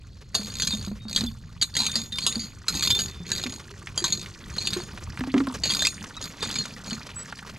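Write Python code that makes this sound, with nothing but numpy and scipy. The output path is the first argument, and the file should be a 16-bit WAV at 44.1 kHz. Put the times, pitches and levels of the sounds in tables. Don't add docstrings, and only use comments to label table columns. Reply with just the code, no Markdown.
import sys
import numpy as np
from scipy import signal
from scipy.fft import rfft, irfft
from scipy.io import wavfile
from scipy.ndimage import uniform_filter1d

SR = 44100
rng = np.random.default_rng(int(sys.argv[2]) if len(sys.argv) > 2 else 0)


def bounce(signal):
    frames = np.transpose(np.atleast_2d(signal))
    limited = np.clip(frames, -1, 1)
    pcm = np.round(limited * 32767).astype(np.int16)
    wavfile.write(sys.argv[1], SR, pcm)


N = 334278
TIME, BINS = np.arange(N) / SR, np.fft.rfftfreq(N, 1 / SR)


# start_s, level_db, chatter_t60_s
KNOCK_HITS = [(0.345, -17.5, 0.18), (0.35, -10, 0.059), (0.5987, -16, 0.071), (0.621, -11.5, 0.093),
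              (0.6727, -12.5, .04), (0.7062, -18.5, 0.09), (1.1612, -7.5, 0.05), (1.1804, -20, 0.063),
              (1.2084, -16, .045), (1.6138, -12.5, 0.072), (1.624, -10, 0.066), (1.752, -20, 0.031),
              (1.7667, -11, 0.065), (1.79, -14.5, 0.076), (1.8018, -10, 0.18), (1.8643, -12.5, 0.04),
              (1.9558, -8.5, 0.11), (2.1217, -23.5, 0.053), (2.1844, -15.5, 0.033), (2.2223, -20.5, 0.19),
              (2.2652, -7.5, 0.089), (2.325, -19.5, 0.019), (2.3556, -15, 0.02), (2.3942, -21, 0.28),
              (2.6825, -9.5, 0.073), (2.7499, -19, 0.15), (2.8289, -16.5, 0.16), (2.852, -16.5, 0.04),
              (2.8731, -11.5, 0.021), (2.9035, -11, 0.056), (2.9901, -13, .11), (3.3167, -11, 0.053),
              (3.3807, -19, 0.029), (3.438, -15, 0.017), (3.9764, -11.5, 0.093), (4.0411, -11, 0.12),
              (4.123, -10.5, 0.052), (4.582, -14.5, 0.024), (4.6494, -24.5, 0.088), (4.672, -12, 0.046),
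              (4.7325, -15, 0.1), (5.6354, -12, 0.21), (5.701, -12, 0.15), (5.822, -13, .07),
              (5.8493, -10.5, .08), (5.8693, -8, 0.013), (6.427, -18, 0.11), (6.5562, -19, 0.062),
              (6.5857, -13.5, 0.031), (6.9082, -21.5, .055)]
def knocks(level_db=-7, ring_db=-1, chatter_db=-2.5, strike=11, size=16384):
    out, t, hz = np.zeros(N), np.arange(size) / SR, np.fft.rfftfreq(size, 1 / SR)
    treble = np.clip((hz - 5000) / 1200, 0, 1)
    for start, db, t60 in KNOCK_HITS:
        contact = rng.standard_normal(size) * evened(amp(chatter_db * wander(460, size)))
        contact *= decay(t, t60)
        contact[0] += strike
        brightness = amp(0.22 * (db + 15.5) * treble)
        blow = irfft(rfft(contact) * rfft(iron(ring_db)) * brightness)
        add(out, start, amp(db + level_db) * peak_evened(blow))
    return out


# freq_hz, gain_db
CLANK_EQ = [(200, -7), (600, -15.5), (1000, -11), (1900, -12), (3000, -6), (4300, 5), (4850, 2),
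            (5600, -20.5), (6650, 1), (7400, -9.5), (9500, -21), (12400, -22.5), (13200, -54), (15500, -34)]
# pitch_hz, energy_db, t60_s
IRON_MODES = [(2445, -23, 0.069), (3562, -21, 0.42), (3674, -15.5, 0.055), (3900, -20.5, 0.067),
              (4190, -11, 0.082), (4360, -14, 0.027), (4540, -16, 0.033), (4730, -15, 0.048),
              (6470, -15, 0.035), (6734, -14, 0.24), (6590, -33.5, 0.3), (7780, -21, 0.052),
              (8180, -29, 0.099), (8883, -29.5, 0.4), (8840, -33, 0.1), (11670, -33, 0.16),
              (12600, -33.5, 0.3), (12730, -25, 0.27)]
def iron(ring_db, spot_hz=330, spot_db=6.0, size=16384):
    t = np.arange(size) / SR
    clank = noise_burst(t, 0.021, CLANK_EQ)
    hz, db, t60 = np.transpose(IRON_MODES)[:, :, None]
    modes = np.sin(2 * np.pi * (hz * t + rng.random(hz.shape))) * decay(t, t60)
    modes *= amp(db + ring_db) / np.linalg.norm(modes, axis=1, keepdims=True)
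    bands = np.arange(0, SR / 2, spot_hz)
    spot_eq = np.column_stack([bands, spot_db * rng.standard_normal(256)[:len(bands)]])
    return unit_energy(through(modes.sum(0) + unit_energy(clank), click(spot_eq))[:size])


# start_s, length_s, force_db, peak_at_fraction
LEVER_STROKES = [(0.345, 0.53, -31.5, 0.64), (1.083, 0.17, -27, 0.57), (1.735, 0.31, -27.5, 0.12),
                 (2.126, .32, -34, 0.31), (2.677, 0.4, -25.5, 0.36), (3.26, 0.3, -31, 0.21),
                 (4.011, 0.21, -28.5, 0.34), (4.528, 0.3, -32, 0.68), (5.634, .25, -23.5, 0.35),
                 (6.206, 0.057, -30.5, .4), (6.397, 0.27, -30.5, 0.39), (6.855, .1, -32, 0.83)]
def lever_force(release_s, grip_s=0.0025, ends_db=-9.5):
    out = np.zeros(N)
    for start, length, db, peak_at in LEVER_STROKES:
        t = TIME - start
        arch_db = np.interp(t / length, [0, peak_at, 1], [ends_db, 0, ends_db])
        gate = np.exp(np.minimum(t, 0) / grip_s - np.maximum(t - length, 0) / release_s)
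        out += amp(db + arch_db) * gate
    return out


def grinding(level_db=-2, idle_db=-63, slips_per_s=58, low_cut_hz=1900, spots=12):
    load = lever_force(release_s=0.024) + amp(idle_db)
    slip_count = np.floor(np.cumsum(slips_per_s * np.exp(.35 * wander(70, N))) / SR)
    slips = np.diff(slip_count, prepend=0) * amp(2 * wander(90, N))
    rub = evened(crackle(1800, 4.1)) * np.sqrt(load / load.max())
    drive = load * (evened(slips) + 0.36 * rub)
    low_cut = signal.butter(1, low_cut_hz, "highpass", fs=SR)
    drive = signal.lfilter(*low_cut, drive)
    spot = rng.integers(0, spots, N)[slip_count.astype(int)]
    return amp(level_db) * sum(through(drive * (spot == k), iron(ring_db=5)) for k in range(spots))


# time_s, gain_db
SHEEN_RIDE = [(.5, 1), (2.3, -3.5), (2.85, 4.5), (3.6, -3), (4.6, -5), (7, -5.5)]
def sheen(x, shelf_hz=11300):
    top = irfft(rfft(x) / (1 + (shelf_hz / (BINS + 1)) ** 20), N)
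    return x + top * (amp(ride(SHEEN_RIDE)) - 1)


# start_s, length_s, pitch_hz, level_db
SQUEALS_AND_CHIRP = [(0.718, 0.031, 3640, -26.5), (0.999, 0.08, 3740, -52), (1.266, 0.02, 3480, -32),
                     (1.853, 0.17, 3630, -38), (2.12, 0.061, 3610, -31), (2.902, 0.078, 3562, -22),
                     (3.004, 0.24, 3560, -51.5), (5.792, 0.073, 3580, -27.5), (6.414, 0.044, 3600, -32),
                     (6.584, 0.043, 4230, -27), (7.158, 0.076, 7870, -37)]
# start_s, length_s, pitch_hz, level_db
LEVER_CREAK = (6.165, .02, 1290, -35)
def squeals_and_chirp(level_db=2):
    out = np.zeros(N)
    for start, length, hz, db in SQUEALS_AND_CHIRP:
        add(out, start, short_tone(length, hz, db, partials_db=[0, -38]))
    start, length, hz, db = LEVER_CREAK
    add(out, start, short_tone(length, hz, db, partials_db=[-1, -8, 5, -13]))
    return amp(level_db) * out


def short_tone(length, hz, db, partials_db, rough=0.15, waver=0.0052, fade=0.72):
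    t = np.arange(SR // 3) / SR
    phase = 2 * np.pi * np.cumsum(hz * (1 + waver * wander(410, len(t)))) / SR
    attack = 1 - np.exp(-t / 0.0041)
    fall = np.exp(-fade * t / length - np.maximum(t - length, 0) / 0.001)
    tone = sum(gain * np.sin(k * phase) for k, gain in enumerate(amp(partials_db), 1))
    return amp(db) * evened(tone) * attack * fall * (1 + rough * wander(456, len(t)))


# start_s, level_db, pitch_hz
AIR_GULPS = [(0.393, -25.5, 207.6), (0.734, -22, 207), (0.873, -24, 197.4), (0.914, -25.5, 205),
             (1.053, -27.5, 218), (1.212, -22.5, 218), (1.235, -18, 222), (1.8, -27.5, 216),
             (1.96, -27, 225.3), (2.364, -22, 227.4), (2.737, -32.5, 170.5), (3.203, -29, 175),
             (3.457, -23.5, 251), (3.712, -36, 403), (4.019, -26.5, 344), (4.764, -19, 369.6),
             (5.209, -18.5, 253), (5.274, -21.5, 262), (5.341, -15, 385), (5.341, -7.5, 282.6),
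             (5.364, -11, 243.5), (5.403, -12.5, 270.3), (5.475, -18.5, 260), (6.92, -23.5, 229)]
# freq_hz, gain_db
PLOP_EQ = [(100, -28), (250, 9.5), (430, 2.5), (650, -1.5), (1200, -3), (3000, -22), (15000, -62)]
def gulps(level_db=-2, sag=0.15, t60_cycles=52.6, plop_db=-13, plop_t60=0.071):
    out, t = np.zeros(N), np.arange(SR // 3) / SR
    for start, db, hz in AIR_GULPS:
        pitch = hz * (1 + sag * np.exp(-t / 0.0012) + 0.035 * wander(80.4, len(t)))
        envelope = (1 - np.exp(-t / 0.0013)) * decay(t, t60_cycles / hz)
        ring = envelope * np.sin(2 * np.pi * np.cumsum(pitch) / SR)
        plop = noise_burst(t, plop_t60, PLOP_EQ)
        add(out, start, amp(db + level_db) * (ring + amp(plop_db) * plop))
    return out


# start_s, level_db, centre_hz
WATER_SLAPS = [(3.464, -23.5, 2330), (3.871, -26, 1840), (4.26, -30, 2240), (4.801, -29.5, 910),
               (4.975, -30.5, 1800), (5.174, -25, 1680), (5.193, -21.5, 122), (5.207, -25, 1660),
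               (5.238, -24, 1150), (5.341, -22.5, 1660), (5.379, -23, 2060), (5.403, -22, 1180),
               (5.47, -23.5, 1040), (7.091, -33, 1890), (7.324, -25.5, 1230), (7.39, -30, 1800)]
def slaps(level_db=-5, t60=0.032):
    out, t = np.zeros(N), np.arange(4096) / SR
    for start, db, hz in WATER_SLAPS:
        eq = [(hz / 4, -22), (hz * 0.69, -7), (hz, 0), (hz * 1.76, -9), (hz * 4, -22), (15000, -44)]
        add(out, start, amp(db + level_db) * peak_evened(noise_burst(t, t60, eq)))
    return out


# time_s, level_db
POUR_RIDE = [(0, -63), (2.6, -54.5), (3.7, -52), (5.08, -48), (5.37, -47.5), (5.58, -45), (6.35, -48.5),
             (6.5, -38), (6.62, -46.5), (7.58, -49)]
def water(splash_surge_db=-32.5, churn_surge_db=-25, churn_steady_db=1, lag_s=0.0073, follow=0.49):
    steady = amp(ride(POUR_RIDE))
    surge = np.interp(TIME - lag_s, TIME, lever_force(release_s=0.012)) ** follow
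    splash_gain = np.hypot(steady, amp(splash_surge_db) * surge)
    churn_gain = np.hypot(amp(churn_steady_db) * steady, amp(churn_surge_db) * surge)
    return splash() * splash_gain + churn() * churn_gain


# freq_hz, gain_db
SPLASH_EQ = [(240, -35), (420, 0), (720, -13.5), (1100, -5.5), (1800, -9.5), (3700, -12.5), (6200, -13),
             (9000, -26), (12000, -28), (15500, -60)]
def splash(spray_db=-1, clump_db=6.5, drops_per_s=420, drop_t60=0.034, bands=24):
    spray = through(crackle(5000, 3.4) * amp(clump_db * wander(70, N)), click(SPLASH_EQ))
    drops, t = np.zeros(N), np.arange(2048) / SR
    for hz in np.geomspace(600, 8000, bands):
        band = signal.butter(2, [hz / 1.2, hz * 1.22], "bandpass", fs=SR, output="sos")
        puff = signal.sosfilt(band, rng.standard_normal(len(t)) * decay(t, drop_t60))
        gain = amp(curve_at(SPLASH_EQ, hz)) * np.sqrt(hz)
        drops += gain * through(crackle(drops_per_s / bands, 4.46), evened(puff))
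    return amp(spray_db) * evened(spray) + evened(drops)


# freq_hz, gain_db
GURGLE_EQ = [(50, -6), (110, 2.5), (210, 7), (330, -17), (480, -14.5), (900, -32.5)]
# time_s, pitch_hz
BARREL_PITCH = [(.5, 206), (2.3, 246), (2.9, 372), (5.8, 290), (7, 220)]
def churn(gurgle_db=-1, hollow_db=-8, width_hz=110):
    gurgle = evened(through(crackle(260, 5.3), click(GURGLE_EQ)))
    pitch = ride(BARREL_PITCH)
    hollow = resonate(crackle(260, 1.1), pitch, width_hz)
    hollow = resonate(hollow, pitch, width_hz)
    return amp(gurgle_db) * gurgle + amp(hollow_db) * evened(hollow)


# freq_hz, gain_db
WIND_EQ = [(20, -19), (55, -4), (110, -3), (300, -23), (700, -37), (2000, -91), (4300, -30), (8000, -84),
           (15000, -72)]
# time_s, level_db
GUST_RIDE = [(0, -48.5), (.5, -46), (1.15, -44.5), (1.3, -37.5), (1.5, -45.5), (3.4, -45.5), (3.7, -50),
             (5.1, -44), (5.21, -45.5), (7.58, -51)]
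def wind(bed_db=-47, gust_db=2, crossover_hz=170):
    shared, left, right = rfft(rng.standard_normal((3, N))) * amp(curve_at(WIND_EQ, BINS))
    air = shared + np.array([left, right]) / (1 + BINS / 18)
    low = 1 / (1 + (BINS / crossover_hz) ** 4)
    lumps = amp(2.5 * wander(12, N))
    rumble = amp(ride(GUST_RIDE) + gust_db) * lumps * irfft(air * low, N)
    bed = amp(bed_db) * irfft(air * (1 - low), N)
    return (rumble + bed) / np.std(irfft(air, N))


def field(x, scatter_db=-23, t60=0.2, predelay_s=0.006):
    t = np.arange(SR // 3) / SR
    tails = rng.standard_normal((2, len(t))) * decay(t, t60) * (t > predelay_s)
    return x + amp(scatter_db) * np.array([through(x, unit_energy(tail)) for tail in tails])


def amp(db):
    return 10 ** (np.asarray(db) / 20)


def decay(t, t60):
    return np.exp(-np.log(1000) * t / t60)


def evened(x):
    return x / np.sqrt(np.mean(x ** 2) + 1e-20)


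def peak_evened(x):
    return x / np.sqrt(uniform_filter1d(x ** 2, size=180).max())


def unit_energy(x):
    return x / np.linalg.norm(x)


def ride(points):
    return np.interp(TIME, *np.transpose(points))


def curve_at(points, hz):
    freqs, values = np.transpose(points)
    return np.interp(np.log(hz + 1), np.log(freqs + 1), values)


def add(mix, start_s, sound):
    part = mix[round(start_s * SR):][:len(sound)]
    part += sound[:len(part)]


def through(x, response):
    return signal.oaconvolve(x, response)[:N]


def wander(per_s, size):
    at = np.arange(size) * per_s / SR
    return evened(np.interp(at, np.arange(4096), rng.standard_normal(4096)))


def click(eq, size=2048):
    log_gain = np.log(amp(curve_at(eq, abs(np.fft.fftfreq(size, 1 / SR)))))
    return unit_energy(np.fft.ifft(np.exp(np.conj(signal.hilbert(log_gain)))).real)


def noise_burst(t, t60, eq):
    return through(rng.standard_normal(len(t)) * decay(t, t60), click(eq))[:len(t)]


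def crackle(per_s, spread_db):
    sizes = amp(spread_db * np.minimum(rng.exponential(1, N), 3.5)) * rng.choice([-1, 1], N)
    return sizes * (rng.random(N) < per_s / SR)


def resonate(x, hz, width_hz):
    carrier = np.exp(2j * np.pi * np.cumsum(hz) / SR)
    pole = np.exp(-np.pi * width_hz / SR)
    return 2 * (carrier * signal.lfilter([1 - pole], [1, -pole], x / carrier)).real


def scene():
    metal = sheen(knocks() + grinding())
    return field(metal + squeals_and_chirp() + gulps() + slaps() + water()) + wind()


# freq_hz, left_minus_right_db
MIC_BALANCE = [(100, -0.5), (1300, -1.5), (4500, -0.5), (9000, 0), (12500, -3)]
# freq_hz, left_lead_rad
MIC_PHASE = [(300, 0), (500, -.25), (1100, -.48), (2500, -.66), (5000, -.5), (9000, -.55), (12500, 1.5)]
def record(dry, high_cut_hz=15200):
    half = amp(curve_at(MIC_BALANCE, BINS) / 2) * np.exp(.5j * curve_at(MIC_PHASE, BINS))
    ports = irfft(rfft(dry) * np.array([half, 1 / half]), N)
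    high_cut = signal.firwin(511, high_cut_hz, window=("kaiser", 9), fs=SR)
    return signal.oaconvolve(ports, high_cut[None], "same")


dry = scene()
out = record(dry)
bounce(out)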